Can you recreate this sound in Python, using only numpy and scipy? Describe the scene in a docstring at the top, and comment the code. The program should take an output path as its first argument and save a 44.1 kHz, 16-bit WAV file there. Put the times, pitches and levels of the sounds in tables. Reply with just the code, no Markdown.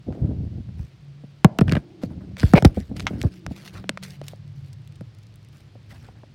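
"""Steps on a derelict railcar

Someone carrying a camera steps about on the steel deck, then leans into the hollow body. Close knocks
and steps thump through the plate, the loudest overloading the microphone. Grit clicks, a sole skids on
rust, loose steel clacks, clothing rustles and each swing of the camera pushes air over the microphone
port. The steel compartments hum faintly over a quiet outdoor hush."""
import sys
import numpy as np
from scipy import signal
from scipy.fft import rfft, irfft
from scipy.io import wavfile
from scipy.ndimage import uniform_filter1d

SR = 44100
rng = np.random.default_rng(int(sys.argv[2]) if len(sys.argv) > 2 else 0)


def digitize_waveform(pressure):
    """Quantize a signal to 16-bit integers and store it at the path in sys.argv[1].

    Rows of a 2-D input are taken as channels; values are limited to [-1, 1].
    """
    field = np.atleast_2d(pressure).T
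    bounded = np.clip(field, -1, 1)
    quanta = np.round(bounded * 32767).astype(np.int16)
    wavfile.write(sys.argv[1], SR, quanta)


N = 279726
TIME = np.arange(N) / SR

# Open air, far off. Each row: frequency in Hz, gain in dB.
HUSH_COLOUR = [(18, -57), (30, -27.5), (55, -8), (86, -10.5), (124, -2.5), (161, -14), (227, -16),
               (300, -20.5), (616, -27), (1000, -31.5), (2500, -31.5), (4500, -33), (7300, -45),
               (14800, -68)]
# Air modes of the steel compartments. Each row: centre in Hz, width in Hz.
AIR_MODES = [(107, 32), (143, 13), (186, 18), (325, 78)]
# Each entry: steady level of the matching air mode in dB.
AIR_MODE_DB = [-64.5, -55.5, -62.5, -71]
# The microphone passes a spot where a mode is strong.
# Each row: peak time in seconds, spread in seconds, mode in Hz, added level in dB.
MODE_SWELLS = [(0.0, 0.23, 143, -46), (1.13, .17, 143, -45), (1.88, 0.26, 325, -50.5),
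               (2.302, .25, 186, -47), (3.4, .25, 325, -55), (3.75, .55, 186, -47), (4.42, 0.47, 143, -42),
               (4.7, 0.66, 107, -44), (5.9, 0.532, 107, -52)]
# A hollow ring hanging after the first loud knock. Each row: time in seconds, level in dB.
HOLLOW_RING = [(1.445, -66), (1.47, -47), (1.57, -50), (1.85, -62), (2.0, -67), (2.1, -80)]
# Clothing and soles rubbing, close by. Each row: start in seconds, length in seconds, level in dB.
RUBS = [(0.77, 0.096, -65), (1.67, .105, -56), (2.015, 0.024, -50.5), (2.376, 0.061, -42),
        (2.44, 0.16, -45), (2.645, 0.027, -43.5), (2.74, 0.063, -51), (2.82, 0.073, -64),
        (2.955, 0.079, -49.5), (3.07, 0.078, -58), (3.18, 0.094, -55), (3.31, 0.062, -57),
        (3.5, .05, -55.5), (3.555, 0.081, -51), (3.645, 0.039, -46.5), (3.73, 0.057, -50),
        (4.02, 0.033, -42), (4.06, 0.093, -53), (4.23, 0.086, -53.5), (4.55, 0.14, -68), (5.52, 0.087, -62),
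        (5.89, 0.033, -53.5), (5.94, 0.14, -62.5)]
# The bright grain of that rubbing. Each row: frequency in Hz, gain in dB.
RUB_COLOUR = [(400, 3), (900, -3), (2200, 3), (3300, 0), (4800, 1), (6500, -7), (9000, -10.5),
              (12000, -8.5), (15500, -11)]
# Air over the port as the camera swings.
# Each row: start in seconds, length in seconds, relative levels of rumble and of flutter in dB.
GUSTS = [(0.06, 0.053, -29.5, -30.5), (0.14, 0.069, -37, -33.5), (0.208, 0.052, -20.5, -33),
         (0.27, 0.056, -25.5, -31), (0.34, .14, -26, -41.5), (0.5, 0.11, -29, -42), (0.64, 0.2, -35.5, -51),
         (1.62, 0.15, -21.5, -34.5), (2.03, 0.3, -34, -41.5), (2.385, 0.19, -30, -42.5),
         (2.76, 0.053, -24, -38), (2.885, .2, -30.5, -37.5), (3.1, 0.17, -31, -36.5),
         (3.45, .065, -33.5, -40), (3.72, .11, -38.5, -45), (5.84, 0.35, -46.5, -57)]
# Eddies right at the port. Each row: frequency in Hz, gain in dB.
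RUMBLE_COLOUR = [(25, -33.5), (55, 6), (90, 11), (150, 5.5), (230, -3.5), (350, -23), (700, -66)]
# Soft bumps of the hand on the camera. Each row: frequency in Hz, gain in dB.
FLUTTER_COLOUR = [(120, -22), (250, 5), (340, -2), (470, -10), (700, -15.5), (950, -28.5), (1400, -45),
                  (3000, -69)]
# Close knocks and steps, before the deck colours them. Each row: start in seconds, thump level in dB,
# thump pitch in Hz, crack level in dB, crack pitch in Hz, crack decay in seconds.
KNOCKS = [(0.085, -22.5, 187, -61, 500, .004), (0.242, -18, 152, -58, 403, .005),
          (0.4, -20.5, 121.6, -66, 400, .004), (0.793, -24.5, 94.5, -51, 920, .003),
          (1.238, -33.5, 173, -47, 500, .001), (1.4462, 2.5, 167, -6.5, 620, .0026),
          (1.5882, -11.5, 194, -18.5, 1260, .0025), (1.612, -4.5, 160, -23.5, 1340, 0.0036),
          (1.681, -22, 134, -29, 1600, 0.0029), (1.695, -16, 141, -27, 2150, 0.0018),
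          (1.715, -22, 131, -29.5, 2000, .002), (1.722, -10, 154.5, -20.5, 1290, .002),
          (1.734, -18, 149, -29, 1800, 0.0025), (1.753, -19, 170, -24.5, 1120, 0.0026),
          (1.767, -14.5, 177, -27.5, 1320, 0.0052), (2.034, -17, 185, -40, 1100, 0.0036),
          (2.107, -27.5, 159, -55, 700, .005), (2.432, -13.5, 195, -23.5, 600, 0.0028),
          (2.437, -8, 99, -36, 600, .002), (2.536, 4, 175, -13, 617, .005),
          (2.624, -12.5, 135, -22, 620, 0.002), (2.6483, 1, 201, -12, 690, 0.0052),
          (2.652, -1, 104.7, -12, 3900, 0.001), (2.772, -14, 199, -54, 500, .004),
          (2.914, -23, 190, -45, 605, 0.0022), (3.107, -23, 208, -49, 600, .003),
          (3.132, -21.5, 180, -45, 505, 0.0026), (3.237, -20.5, 203, -34, 600, 0.0075),
          (3.247, -10.5, 119, -47, 500, .006), (3.51, -25, 173, -43, 596, .003),
          (3.841, -34.5, 220, -40.5, 1520, 0.0015), (3.893, -23, 210, -29, 477, 0.0026),
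          (4.2151, -37, 233, -34, 580, 0.00086), (4.334, -47, 230, -38, 520, .0008),
          (5.0097, -27, 160, -31, 430, 0.00089), (5.753, -41, 199, -50.5, 520, .005),
          (6.087, -46, 220, -46, 520, 0.0037), (6.234, -51, 200, -43.5, 560, 0.0024)]
# The tone the steel deck gives to knocks and clicks. Each row: frequency in Hz, gain in dB.
DECK_COLOUR = [(60, 1.5), (200, 0.5), (350, -2.5), (470, 1.5), (590, 5.5), (740, 4.5), (880, -0.5),
               (1100, -1.5), (1500, 1), (2500, 0), (5000, 0), (7500, -3.5), (15000, -3.5)]
# Ring of the car body. Each row: frequency in Hz, time to fall 60 dB in seconds.
BODY_T60 = [(100, 0.47), (500, 0.41), (2500, 0.18), (6000, 0.07), (14000, .06)]
# The tone of that ring. Each row: frequency in Hz, gain in dB.
BODY_COLOUR = [(100, -1), (330, -1.5), (600, 4), (900, 0.5), (2500, -0.5), (6000, -5), (14000, -12)]
# Grit and bits of metal snapping, before the deck colours them.
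# Each row: start in seconds, level in dB, pitch in Hz, width in octaves, decay in seconds.
CLICKS = [(0.125, -40, 720, 0.86, .0013), (0.69, -52, 600, 0.92, .0023), (1.587, -27, 10000, 1.6, .0015),
          (1.609, -35, 4500, 2.8, .002), (1.7219, -26, 3500, 2.5, .001), (2.036, -41, 4000, 1.8, .0012),
          (2.3687, -35.5, 1590, 1.4, 0.002), (2.3978, -28.5, 2500, 1.8, 0.0017),
          (2.405, -28, 3800, 1.3, .0006), (2.537, -28, 4200, 1.1, .0008),
          (2.6245, -29, 4500, 0.99, 0.00071), (2.803, -40, 4980, 0.86, 0.00069),
          (2.966, -38, 3000, 1.9, 0.0053), (2.9971, -31, 2300, 2.2, 0.0032),
          (3.005, -26.5, 1800, 3, 0.00056), (3.2158, -24, 1900, 3.9, 0.00052),
          (3.229, -33, 4970, 1.3, 0.0011), (3.4649, -25.5, 1400, 4.2, .0006),
          (3.677, -39, 3020, 1.2, 0.0041), (3.8933, -15.5, 1850, 2.4, .0011), (3.894, -31, 8100, .15, .002),
          (3.9741, -28, 1110, 1.8, 0.0019), (4.0347, -36, 4800, 1.7, 0.0095),
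          (4.106, -42, 5130, 0.93, 0.0032), (4.2155, -43, 1990, 1.8, 0.0011),
          (4.2824, -30.5, 5000, 3.2, 0.0025), (4.7302, -48, 5500, 1.9, 0.0031),
          (4.8757, -47, 6500, 2.2, .0011), (5.1864, -54.5, 6500, 2.2, 0.0022),
          (5.3582, -48, 8000, 2.5, .0013), (5.906, -50.5, 1790, 1.07, .013),
          (5.96, -53.5, 1400, 0.94, .007), (6.045, -55, 1500, 0.97, 0.015)]
# Soft scuffs on the deck. Each row: start in seconds, length in seconds, level in dB.
SCUFFS = [(0.125, .03, -50.5), (0.18, .14, -61), (1.67, .11, -44), (2.012, 0.022, -49), (2.095, 0.03, -53),
          (2.2, 0.043, -56), (2.37, .05, -49.5), (2.76, .025, -52), (3.1, 0.17, -51.5), (3.55, 0.18, -58),
          (3.74, 0.043, -45.5), (5.9, 0.055, -54.5), (6.03, 0.078, -59), (6.15, .04, -60)]
# A sole brushing steel. Each row: frequency in Hz, gain in dB.
SCUFF_COLOUR = [(200, -11), (550, 6), (1000, -3), (1500, 1.5), (2300, -12.5), (5000, -23), (12000, -30.5)]
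# One short, close skid. Each row: time in seconds, level in dB.
SKID_LEVEL = [(2.549, -41), (2.552, -18), (2.560, -17), (2.573, -13.5), (2.579, -9.5), (2.587, -12.5),
              (2.591, -35)]
# A sole scraping rust. Each row: frequency in Hz, gain in dB.
SKID_COLOUR = [(150, -5.5), (560, 3), (850, -6.5), (1100, -13), (1900, -16.5), (2250, -4), (2700, -19),
               (3600, -25), (4600, -25), (7000, -42.5), (15000, -42)]
# Resonances of a loose piece of steel. Each row: frequency in Hz, gain in dB.
CLACK_COLOUR = [(350, -30), (600, -20), (964, -9.5), (1310, -5.5), (1860, -13.5), (2180, -3), (2460, -16),
                (3120, -10.5), (4160, -21), (4750, -26), (6270, -19.5), (8600, -40), (14000, -46)]
# Response of the camera's microphone. Each row: frequency in Hz, gain in dB.
MIC_RESPONSE = [(15, -13), (35, -3.5), (70, 0.5), (200, 0.5), (500, 0), (1000, -0.5), (2300, -1),
                (3200, -1), (4000, -2), (5300, -1.5), (7000, -2.5), (9000, 0), (12000, -6), (15000, -4)]


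def amp(db):
    """Decibels to gain."""
    return 10 ** (np.asarray(db) / 20)


def unit(x):
    """Scales to rms 1."""
    return x / np.sqrt(np.mean(x ** 2) + 1e-20)


def read(points, hz):
    """Reads a curve on a log-frequency axis."""
    f, value = np.transpose(points)
    return np.interp(np.log(hz + 1), np.log(f + 1), value)


def level(rows):
    """Gain over time from a dB curve; silent outside it."""
    return amp(np.interp(TIME, *np.transpose(rows), left=-120, right=-120))


def add(mix, s, sound):
    """Mixes a sound in at s seconds."""
    part = mix[max(round(s * SR), 0):][:len(sound)]
    part += sound[:len(part)]


def colour(x, points, size=4096):
    """Minimum-phase filter with the given spectrum."""
    log_gain = np.log(amp(read(points, abs(np.fft.fftfreq(size, 1 / SR)))))
    taps = np.fft.ifft(np.exp(np.conj(signal.hilbert(log_gain)))).real
    return signal.oaconvolve(x, taps)[:len(x)]


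def band(x, lo_hz, hi_hz, order=1):
    """Gentle band-pass."""
    sos = signal.butter(order, [lo_hz, min(hi_hz, SR / 2.2)], "band", fs=SR, output="sos")
    return signal.sosfilt(sos, x)


def band_noise(lo_hz, hi_hz, order=2, size=N):
    """Noise between two frequencies, rms 1."""
    return unit(band(rng.standard_normal(size), lo_hz, hi_hz, order))


def resonant_noise(centre_hz, width_hz):
    """Noise held in one steep-sided resonance, rms 1."""
    detuning = (np.fft.rfftfreq(N, 1 / SR) - centre_hz) / (width_hz / 2)
    return unit(irfft(rfft(rng.standard_normal(N)) / (1 + detuning ** 2), N))


def grains(per_s, spread_db=0):
    """Random clicks; spread_db makes their sizes more unequal."""
    size_db = spread_db * np.minimum(rng.exponential(1, N), 4)
    hits = rng.random(N) < per_s / SR
    return unit(hits * rng.standard_normal(N) * amp(size_db))


def speckle(x, patch_db):
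    """Each crushed flake has its own pitch: short, narrow patches stand out of the noise."""
    spectrum = signal.stft(x, SR, nperseg=512)[2]
    patches = uniform_filter1d(rng.standard_normal(spectrum.shape), 6, axis=0)
    patches = unit(uniform_filter1d(patches, 5, axis=1))
    return unit(signal.istft(spectrum * amp(patch_db * patches), SR, nperseg=512)[1][:N])


def strokes(rows, attack_s, sag_db_per_s, release_s, column=2):
    """Gain over time of a set of strokes: each rises, sags while it lasts, then dies away."""
    out = np.zeros(N)
    for row in rows:
        start, length = row[:2]
        t = np.arange(0, length + 10 * release_s, 1 / SR)
        attack = np.minimum(t / attack_s, 1)
        release = np.exp(-np.maximum(t - length, 0) / release_s)
        add(out, start, attack * amp(row[column] - sag_db_per_s * t) * release)
    return out


def burst(decay_s, first=2.5, chatter=0.64, size=4096):
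    """One sharp contact followed by a quickly dying chatter."""
    force = chatter * rng.standard_normal(size) * np.exp(-np.arange(size) / SR / decay_s)
    force[0] = first
    return force


def struck(x, db, decay_s):
    """Sets a short sound's level, counting its energy over one decay time plus 1 ms."""
    return amp(db) * x / np.sqrt(np.sum(x ** 2) / (SR * (decay_s + .001)))


def snap(db, hz, octaves, decay_s, skirt=4.6):
    """A dry click with one broad resonance."""
    breadth = 2 ** (octaves / 2)
    click = band(burst(decay_s, first=2.6), hz / breadth, hz * breadth)
    return struck(band(click, hz / skirt, hz * skirt), db, decay_s)


def hush(mid_band_db=-62.5):
    """Steady outdoor noise in the distance."""
    air = colour(rng.standard_normal(N), HUSH_COLOUR)
    return amp(mid_band_db) * air / np.std(band(air, 500, 8000, order=4))


def hum(steadiness=0.17):
    """Outdoor air excites the compartments' low modes; each swells as the microphone moves about."""
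    gains = [amp(db) * np.ones(N) for db in AIR_MODE_DB]
    for s, spread, hz, db in MODE_SWELLS:
        nearest = np.argmin([abs(centre - hz) for centre, _ in AIR_MODES])
        gains[nearest] += amp(db) * np.exp(-((TIME - s) / spread) ** 2)
    out = np.zeros(N)
    for (centre, width), gain in zip(AIR_MODES, gains):
        mode = signal.hilbert(resonant_noise(centre, width))
        evened = mode.real / abs(mode) ** steadiness  # softens the random fading
        out += unit(evened) * gain
    return out


def rubbing(clump_db=1.5, rustle_db=-71):
    """Cloth and soles rub in fine grains near the microphone; the clothing is never quite still."""
    clumps = amp(clump_db * band_noise(25, 140))
    fibres = grains(per_s=1400, spread_db=0.5) + .5 * rng.standard_normal(N)
    gain = strokes(RUBS, attack_s=0.008, sag_db_per_s=8, release_s=0.017) + amp(rustle_db)
    return speckle(colour(clumps * fibres, RUB_COLOUR), patch_db=3.5) * gain


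def buffet(lump_db=1.5, rumble_trim_db=-1.5, flutter_trim_db=-3.5):
    """Lumpy eddies at the microphone port and soft bumps of the hand as the camera swings."""
    shape = dict(attack_s=0.02, sag_db_per_s=7.2, release_s=0.019)
    lumps = amp(lump_db * band_noise(9.7, 35))
    bumps = grains(per_s=900)
    rumble = unit(colour(rng.standard_normal(N), RUMBLE_COLOUR)) * strokes(GUSTS, **shape, column=2)
    flutter = unit(colour(bumps, FLUTTER_COLOUR)) * strokes(GUSTS, **shape, column=3)
    return lumps * (amp(rumble_trim_db) * rumble + amp(flutter_trim_db) * flutter)


def thump(hz, rise_cycles=0.9, glide=0.5717, size=8192):
    """A blow spreads through steel plate, treble first, bass last; echoes from the edges roughen it."""
    t = np.arange(size) / SR
    pitch = hz * (0.0098 / (t + .0011)) ** glide  # falls through hz about 9 ms after the blow
    wobble = band_noise(.4 * hz, 1.6 * hz, order=3, size=size)
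    scatter = band_noise(.7 * hz, 2.6 * hz, order=3, size=size)
    phase = 2 * np.pi * np.cumsum(pitch * np.exp(.16 * wobble)) / SR
    age = t * hz / rise_cycles  # peaks at 1, so low thumps last longer
    envelope = (age * np.exp(1 - age)) ** 1.32
    return envelope * (np.sin(phase) + .18 * scatter)


def knocks(hard_db=-15.5, dulling_db_per_octave=14, tick_db=-29, tick_growth=1.45, breadth=1.4, skirt=6):
    """Each close knock is a thump, a contact crack and a bright tick; softer contacts are duller."""
    out = np.zeros(N)
    for s, thump_db, thump_hz, crack_db, crack_hz, decay_s in KNOCKS:
        add(out, s, amp(thump_db) * thump(thump_hz))
        hardness_db = crack_db - hard_db
        top_hz = crack_hz * (1 + skirt * 2 ** (hardness_db / dulling_db_per_octave) / 2)
        crack = band(burst(decay_s), crack_hz / breadth, crack_hz * breadth)
        crack = band(crack, crack_hz / skirt, top_hz, order=2)
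        add(out, s, struck(crack, crack_db, decay_s))
        add(out, s, snap(tick_db + tick_growth * hardness_db, hz=7300, octaves=1.6, decay_s=.001))
    return out


def body_ring(contacts, gain_db=-31):
    """The car body rings on faintly behind each contact, the treble dying first."""
    hz, t, spectrum = signal.stft(rng.standard_normal(SR // 2), SR, nperseg=256)
    decay = amp(-60 * t / read(BODY_T60, hz)[:, None])
    tail = signal.istft(spectrum * decay, SR, nperseg=256)[1]
    ring = signal.oaconvolve(contacts, tail / np.linalg.norm(tail))[:N]
    return amp(gain_db) * colour(ring, BODY_COLOUR)


def clicks():
    """Grit and small bits of metal snap on the deck."""
    out = np.zeros(N)
    for s, db, hz, octaves, decay_s in CLICKS:
        add(out, s, snap(db, hz, octaves, decay_s))
    return out


def scuffs():
    """Soles brush the deck in soft, grainy strokes."""
    scuff = colour(grains(per_s=1800, spread_db=2), SCUFF_COLOUR)
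    return speckle(scuff, patch_db=4) * strokes(SCUFFS, attack_s=0.01, sag_db_per_s=8.1, release_s=0.012)


def hollow_ring():
    """One broad resonance hangs in the air after the first loud knock."""
    return resonant_noise(centre_hz=690, width_hz=300) * level(HOLLOW_RING)


def skid():
    """A sole skids on rust in a rush of coarse slips."""
    return unit(colour(grains(per_s=3000), SKID_COLOUR)) * level(SKID_LEVEL)


def clack(start_s=3.0685, db=-19.5, decay_s=0.0077):
    """A loose piece of steel takes one sharp hit and chatters briefly."""
    out = np.zeros(N)
    steel = colour(burst(decay_s, first=9.1), CLACK_COLOUR)
    add(out, start_s, struck(steel, db, decay_s))
    return out


def fine_grit(start_s=4.35, end_s=5.62, count=16):
    """Finer grit shifts under the soles in faint, random ticks while the walker leans in."""
    out = np.zeros(N)
    for when, strength, pitch in rng.random((count, 3)):
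        tick = snap(db=-58 + 6 * strength, hz=4800 * 2 ** (pitch - .5), octaves=1.6, decay_s=.0014)
        add(out, start_s + when * (end_s - start_s), tick)
    return out


def scene():
    """From on the deck, in mono: close contacts and a little body ring, over buffeting, hum and hush."""
    impacts = colour(knocks() + clicks() + clack() + fine_grit(), DECK_COLOUR)
    contacts = impacts + skid() + scuffs() + rubbing()
    return (contacts + body_ring(contacts) + buffet() + hollow_ring() + hum() + hush())[None]


def record(dry, ceiling=1.02, top_hz=16200):
    """The camera's microphone colours the sound, rounds off the loudest knocks and cuts the far treble."""
    heard = colour(dry[0], MIC_RESPONSE)
    rounded = heard / (1 + (heard / ceiling) ** 4) ** (1 / 4)
    low_pass = signal.firwin(511, top_hz, window=("kaiser", 9), fs=SR)
    return signal.oaconvolve(rounded, low_pass, "same")[None]


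dry = scene()
out = record(dry)
digitize_waveform(out)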